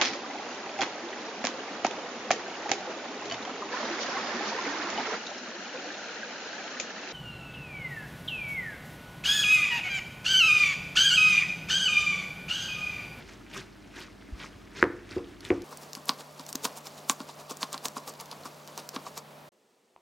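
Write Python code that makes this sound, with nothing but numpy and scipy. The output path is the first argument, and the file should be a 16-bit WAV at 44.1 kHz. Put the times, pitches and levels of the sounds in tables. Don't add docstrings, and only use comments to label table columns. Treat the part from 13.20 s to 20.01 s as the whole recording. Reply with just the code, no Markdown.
import sys
import numpy as np
from scipy import signal
from scipy.fft import rfft, irfft, next_fast_len
from scipy.io import wavfile
from scipy.ndimage import uniform_filter1d

SR = 44100
rng = np.random.default_rng(int(sys.argv[2]) if len(sys.argv) > 2 else 0)


def log_audio(samples):
    frames = np.atleast_2d(samples).T
    limited = np.clip(frames, -1, 1)
    pcm = np.round(limited * 32767).astype(np.int16)
    wavfile.write(sys.argv[1], SR, pcm)


N = 300313
TIME = np.arange(N) / SR
AGE = TIME[:SR // 2]
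TOP_HZ = 16000

# middle in seconds, level in dB before its swell is rounded, treble in dB before a common lift.
STROKES = [(-0.01, -43.5, -3.5), (0.11, -53, 4.5), (0.37, -39, 3), (0.8, -41, 4), (1.225, -42, 1),
           (1.595, -39, -1.5), (1.935, -47, 1), (2.278, -44.5, 5.5), (2.52, -47, -1), (2.63, -49.5, 7),
           (2.76, -48, 1.5), (2.892, -35, 2), (3.004, -40, -6.5), (3.203, -43, -12), (3.294, -46.5, 9),
           (3.451, -32, 8), (3.572, -44, 6), (3.666, -39.5, -5.5), (3.782, -47, -5), (3.902, -36, 13.5),
           (4.008, -46, -11), (4.096, -38, -22), (4.204, -45, -6), (4.31, -35.5, -3), (4.426, -34.5, -1.5),
           (4.536, -36, -9), (4.655, -34, 4.5), (4.772, -37.5, -10), (4.885, -41, 6), (5.006, -40, -12),
           (5.123, -44.5, -10), (5.262, -44, 1), (5.487, -44, -23), (5.588, -35.5, -11),
           (5.753, -35.5, -19), (5.87, -38, -15), (5.978, -39, -5)]
# frequency in Hz, level in dB per Hz.
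FLAKES = [(60, -33), (130, -1), (250, -5.5), (365, 1.5), (520, -12.5), (700, -14.5), (1100, -11),
          (1500, -7), (2400, -10.5), (3060, -15), (5600, -21), (10000, -36), (16000, -47.5)]
STROKE_RISE_S, STROKE_HOLD_S, STROKE_FALL_S = 0.048, 0.039, 0.057


def undb(db):
    return 10 ** (np.asarray(db) / 20)


def unit(x):
    return x / np.sqrt(np.mean(x ** 2))


def peak(x, db):
    return x * undb(db) / np.abs(x).max()


def add(track, s, sound):
    i = max(int(s * SR), 0)
    track[i:i + len(sound)] += sound[:max(N - i, 0)]


def colour(x, spectrum, speed=1):
    hz, db = np.transpose(spectrum)
    length = x.shape[-1]
    size = next_fast_len(length)
    f = np.maximum(np.fft.rfftfreq(size, 1 / SR), 1)
    gain = undb(np.interp(np.log(f), np.log(hz * speed), db))
    return irfft(rfft(x, size) * gain, size)[..., :length]


def fade(t60):
    return np.exp(-np.log(1000) * AGE / t60)


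def ring(hz, t60):
    return np.sin(2 * np.pi * hz * AGE) * fade(t60)


def click(hz, cycles):
    turn = AGE * hz
    return np.sin(2 * np.pi * turn) * turn * np.exp(-turn / cycles)


def during(table, start, end):
    return [row for row in table if start <= row[0] < end]


def between(start, end):
    return uniform_filter1d(1. * ((TIME >= start) & (TIME < end)), size=128)


def crunch(start, end, speed, roundness=0.15, bright_hz=3000, bright_lift_db=5, settle_db=-57):
    flakes = crackle(speed)
    out = flakes * undb(settle_db) * (TIME < STROKES[-1][0])
    hz = np.transpose(FLAKES)[0]
    treble = hz ** 2 / (hz ** 2 + bright_hz ** 2)
    for s, db, bright_db in during(STROKES, start - STROKE_HOLD_S, end):
        near = slice(max(int((s - .3) * SR), 0), int((s + .3) * SR))
        since = (TIME[near] - s) * speed
        slope_s = np.where(since < 0, STROKE_RISE_S, STROKE_FALL_S)
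        outside = np.maximum(np.abs(since) - STROKE_HOLD_S / 2, 0) / slope_s
        swell_db = db - 20 * np.hypot(outside, roundness)
        spoonful = np.roll(flakes, rng.integers(N))[:len(since)]
        brightness = np.c_[hz, (bright_db + bright_lift_db) * treble]
        out[near] += colour(spoonful, brightness, speed) * undb(swell_db)
    return out


def crackle(speed, grains_per_s=450, spread_db=4, rub=0.8, clump_db=4.0, clump_s=.011):
    out = np.zeros(N)
    for hz in 100 * 2 ** np.arange(0, 7.5, .5):
        if hz * speed < TOP_HZ * 1.1:
            sizes = rng.standard_normal(N) * undb(spread_db * np.minimum(rng.exponential(size=N), 2))
            ticks = unit(sizes * (rng.random(N) < grains_per_s * speed / SR))
            grains = ticks + rub * rng.standard_normal(N)
            clumps = np.interp(TIME * speed / clump_s, np.arange(8192), rng.standard_normal(8192))
            edges = np.minimum(hz * speed * 2 ** np.array([-.25, .25]), .48 * SR)
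            band = signal.butter(2, edges, "band", fs=SR, output="sos")
            out += signal.sosfilt(band, grains * undb(clump_db * clumps))
    return unit(colour(out, FLAKES, speed))


def snaps(start, end, speed, cycles=0.43, upper_db=-8, upper_ratio=2.0, splinter_db=-9,
          splinter_t60=0.028, gain_db=-1):
    # time in seconds, peak in dB before the common gain, pitch in Hz as played.
    timed_snaps = [(0.4089, -40, 4200), (1.8923, -34, 2730), (2.2068, -31.5, 4800), (2.2509, -23.5, 3400),
                   (2.2682, -40, 2970), (2.4202, -31, 5560), (2.5731, -23.5, 8050), (2.7324, -19.5, 6100),
                   (2.7517, -19.5, 5600), (2.8565, -27, 10300), (3.2654, -25, 5830), (3.2906, -21, 7600),
                   (3.3288, -17, 6660), (3.3553, -11, 6340), (3.4555, -24, 5500), (3.5741, -25, 7900),
                   (3.6703, -24, 5500), (4.296, -36, 7000), (4.3709, -24.5, 7100), (4.4092, -41, 5000),
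                   (4.5297, -16, 6860), (4.5788, -22, 4300), (4.6576, -13, 6700), (4.684, -19.5, 6460),
                   (4.8775, -23.5, 5000), (4.9388, -31.5, 5950), (5.0005, -24.5, 5000),
                   (5.0095, -22, 11200), (5.0586, -32, 5830), (5.1143, -24, 4670), (5.476, -27, 5970),
                   (5.5776, -19.5, 6300), (5.6909, -19, 6400), (5.9776, -19.5, 6300)]
    out = np.zeros(N)
    for s, db, hz in during(timed_snaps, start, end) + faint_snaps(start, end, speed):
        upper = peak(click(min(hz * upper_ratio, TOP_HZ * .9), 2 * cycles), upper_db)
        flake = peak(click(hz, cycles), 0) + upper
        splinters = rng.standard_normal(len(AGE)) * fade(splinter_t60 / speed)
        splinters = signal.fftconvolve(splinters, flake[:256])[:len(AGE)]
        snap = peak(flake, 0) + peak(splinters, splinter_db)
        add(out, s - .0001, peak(snap, db + gain_db))
    return out


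def faint_snaps(start, end, speed, scatter_s=0.027, db=-35, flake_hz=2300, spread_octaves=.3):
    strokes = during(STROKES, start, end)
    chance = rng.standard_normal((len(strokes), 2))
    return [(s + when * scatter_s / speed, db, flake_hz * speed * 2 ** (pitch * spread_octaves))
            for (s, _, _), (when, pitch) in zip(strokes, chance)]


def knocks(start, end, speed, ring_db=1, push_s=0.0019, thud_db=-1, thud_hz=92, thud_cycles=0.68,
           crush_db=-21, crush_t60=0.017, top_db=-9, top_t60=0.21, scatter_db=1.2, click_decay_s=0.00039):
    # time in seconds, click level in dB, bowl ring level in dB, table thud level in dB,
    # click pitch in Hz as played.
    blows = [(1.6275, -1, -13.5, -37, 1566), (1.6402, -12.5, -33, -44.5, 1700),
             (1.9645, -56, -21.5, -36, 1390), (2.3042, -16, -13, -30.5, 2170),
             (2.527, -46, -36, -45.5, 4900), (2.77, -47, -40, -40, 5800), (2.8932, -3.5, -20, -29.5, 4450),
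             (3.1963, -27, -42, -39.5, 4640), (3.3515, -32, -35.5, -30, 5900),
             (3.4515, -13.5, -31, -25, 5400), (3.4533, -15, -26.5, -29, 3400),
             (3.8972, -4.5, -17, -31.5, 6800), (3.8976, -9, -34, -35.5, 3500),
             (4.004, -28.5, -33.5, -31, 3900), (4.3112, -30, -49, -36, 5800),
             (4.43, -11.5, -24.5, -34, 4100), (4.543, -23, -27, -39.5, 4200),
             (4.6553, -16.5, -28.5, -35, 3580), (4.7675, -32, -27, -33, 4600), (5.128, -34, -39, -49, 4640),
             (5.2557, -32, -31.5, -39, 5760), (5.763, -22, -29.5, -29, 3480), (5.975, -38, -35, -46, 5100)]
    # frequency in Hz, relative level in dB before scatter, time to fall 60 dB in seconds.
    bowl_modes = [(283.6, -11, 0.28), (348.5, -13, 0.24), (358, 4.5, 0.085), (425, -6.5, 0.15),
                  (470, -17.5, .2), (550, -24, .15), (721, -16, 0.094)]
    # frequency in Hz, level in dB per Hz.
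    table_top = [(50, -29.5), (90, -6.5), (150, -11.5), (220, -23.5), (275, -10.5), (350, -4), (470, 0.5),
                 (600, -16), (1100, -13), (2000, -31.5), (4000, -62)]
    out = np.zeros(N)
    push = 1 - np.exp(-AGE * speed / push_s)
    for s, contact_db, bowl_db, table_db, hz in during(blows, start, end):
        bowl = np.zeros(len(AGE))
        for mode_hz, db, t60 in bowl_modes:
            strength = undb(db + scatter_db * rng.standard_normal())
            bowl += strength * ring(mode_hz * speed, t60 / speed)
        top = colour(rng.standard_normal(len(AGE)), table_top, speed) * fade(top_t60 / speed)
        crush = colour(rng.standard_normal(len(AGE)), FLAKES, speed) * fade(crush_t60 / speed)
        contact = click(hz, hz * click_decay_s / speed)
        add(out, s - 0.00031 / speed, peak(contact, contact_db) + peak(crush, contact_db + crush_db))
        add(out, s, peak(bowl * push, bowl_db + ring_db) + peak(top * push, bowl_db + top_db))
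        add(out, s, peak(click(thud_hz * speed, thud_cycles), table_db + thud_db))
    return signal.sosfilt(signal.butter(4, 52 * speed, "high", fs=SR, output="sos"), out)


def bump():
    out = np.zeros(N)
    add(out, 1.123, peak(click(hz=54.7, cycles=0.53), db=-30.5))
    return out


def desk():
    # frequency in Hz, level in dB rms.
    whine_tones = [(8145, -94)]
    # frequency in Hz, level in dB per Hz.
    desk_spectrum = [(24, -65), (40, -49), (204, -5.5), (329, -10), (382, -2), (1520, -19), (2840, -20),
                     (6490, -23.5), (8340, -24.5), (8990, -28), (16000, -35)]
    # frequency in Hz, level in dB per Hz.
    desk_wide = [(24, -59.5), (40, -31), (663, 5), (3220, -9.5), (5440, -26.5), (10700, -20.5),
                 (16000, -24)]
    tap = np.zeros(N)
    add(tap, 6.7628, peak(click(hz=934, cycles=0.5), db=-40.5) + peak(click(hz=1900, cycles=0.33), db=-45))
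    whine = sum(np.sqrt(2) * undb(db) * np.sin(2 * np.pi * hz * TIME) for hz, db in whine_tones)
    return kitchen(tap, 0.91, wet_db=-9) + whine + air(desk_spectrum, -67.5, desk_wide, wide_db=-80)


def kitchen(dry, speed, bass_t60=.5, t60=0.58, bass_hz=700, bass_db=-9, wet_db=-18.0, build_s=0.0071,
            wall_s=.0128, wall_db=-10, wall_hz=1100, side=.12, treble_side=0.013):
    noise = rng.standard_normal((2, len(AGE)))
    low = signal.sosfiltfilt(signal.butter(2, bass_hz * speed, fs=SR, output="sos"), noise)
    bass_tail = undb(bass_db) * low * fade(bass_t60 / speed)
    upper_tail = undb(wet_db) * (noise - low) * fade(t60 / speed)
    build_up = np.minimum(AGE * speed / build_s, 1)
    mid, wide = (bass_tail + upper_tail) * build_up / np.sqrt(np.sum(fade(t60 / speed) ** 2))
    wide = side * wide
    mid[0] += 1
    dull = np.exp(-2 * np.pi * wall_hz * speed * AGE[:64])
    arrival = int(wall_s / speed * SR)
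    mid[arrival:arrival + len(dull)] += undb(wall_db) * dull / dull.sum()
    wide[:2] += [treble_side, -treble_side]
    return signal.fftconvolve(dry[None], np.array([mid + wide, mid - wide]), axes=1)[:, :N]


def hum(speed):
    # frequency in Hz at natural speed, level in dB rms.
    hum_tones = [(49.55, -59), (200, -61)]
    return sum(np.sqrt(2) * undb(db) * np.sin(2 * np.pi * hz * speed * TIME) for hz, db in hum_tones)


def air(spectrum, db, wide_spectrum, wide_db, waver_db=1.34):
    knots = np.arange(0, 7, .07)
    waver = np.interp(TIME, knots, rng.standard_normal(len(knots)))
    mid = undb(db + waver_db * waver) * unit(colour(rng.standard_normal(N), spectrum))
    wide = undb(wide_db) * unit(colour(rng.standard_normal(N), wide_spectrum))
    return np.array([mid + wide, mid - wide])


def scene():
    # start in seconds, end in seconds, playback speed (1 is natural).
    stretches = [(0, 2.44, 1), (2.44, 6.29, 3)]
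    # frequency in Hz, level in dB per Hz.
    natural_air, fast_air = [(12, -45.5), (20, -24.5), (55, -13), (107, -3), (130, -14), (204, -12),
                             (277, -5), (558, -23), (607, -16), (660, -18), (802, -20.5), (1610, -25),
                             (3160, -28), (5680, -33), (16000, -47.5)], [(24, -56.5), (40, -35.5), (87, -12.5), (112, -16.5),
                                              (140, -15.5), (204, -2.5), (330, -8), (615, -4), (800, -5),
                                              (1760, -16), (3740, -19.5), (8000, -27), (16000, -29)]
    # frequency in Hz, level in dB per Hz.
    natural_wide, fast_wide = [(18, -51), (30, -15.5), (328, 2), (569, -6.5), (2540, -24), (3400, -29.5),
                               (3980, -52.5), (4420, -64.5), (16000, -52.5)], [(24, -57.5), (40, -17), (121, -31), (290, 2.5),
                                                     (1120, 5.5), (3220, -7.5), (3650, -59), (11000, -51),
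                                                     (16000, -61)]
    out = bump() + desk() * between(6.32, N / SR)
    floors = (air(natural_air, -52.5, natural_wide, wide_db=-58.5),
              air(fast_air, -51, fast_wide, wide_db=-59.5))
    for (start, end, speed), floor in zip(stretches, floors):
        bowl = crunch(start, end, speed) + knocks(start, end, speed) + snaps(start, end, speed)
        out = out + (kitchen(bowl, speed) + floor + hum(speed)) * between(start, end)
    return out


def record(dry):
    return signal.sosfilt(signal.ellip(8, .2, 70, TOP_HZ, fs=SR, output="sos"), dry)


dry = scene()
out = record(dry)
log_audio(out)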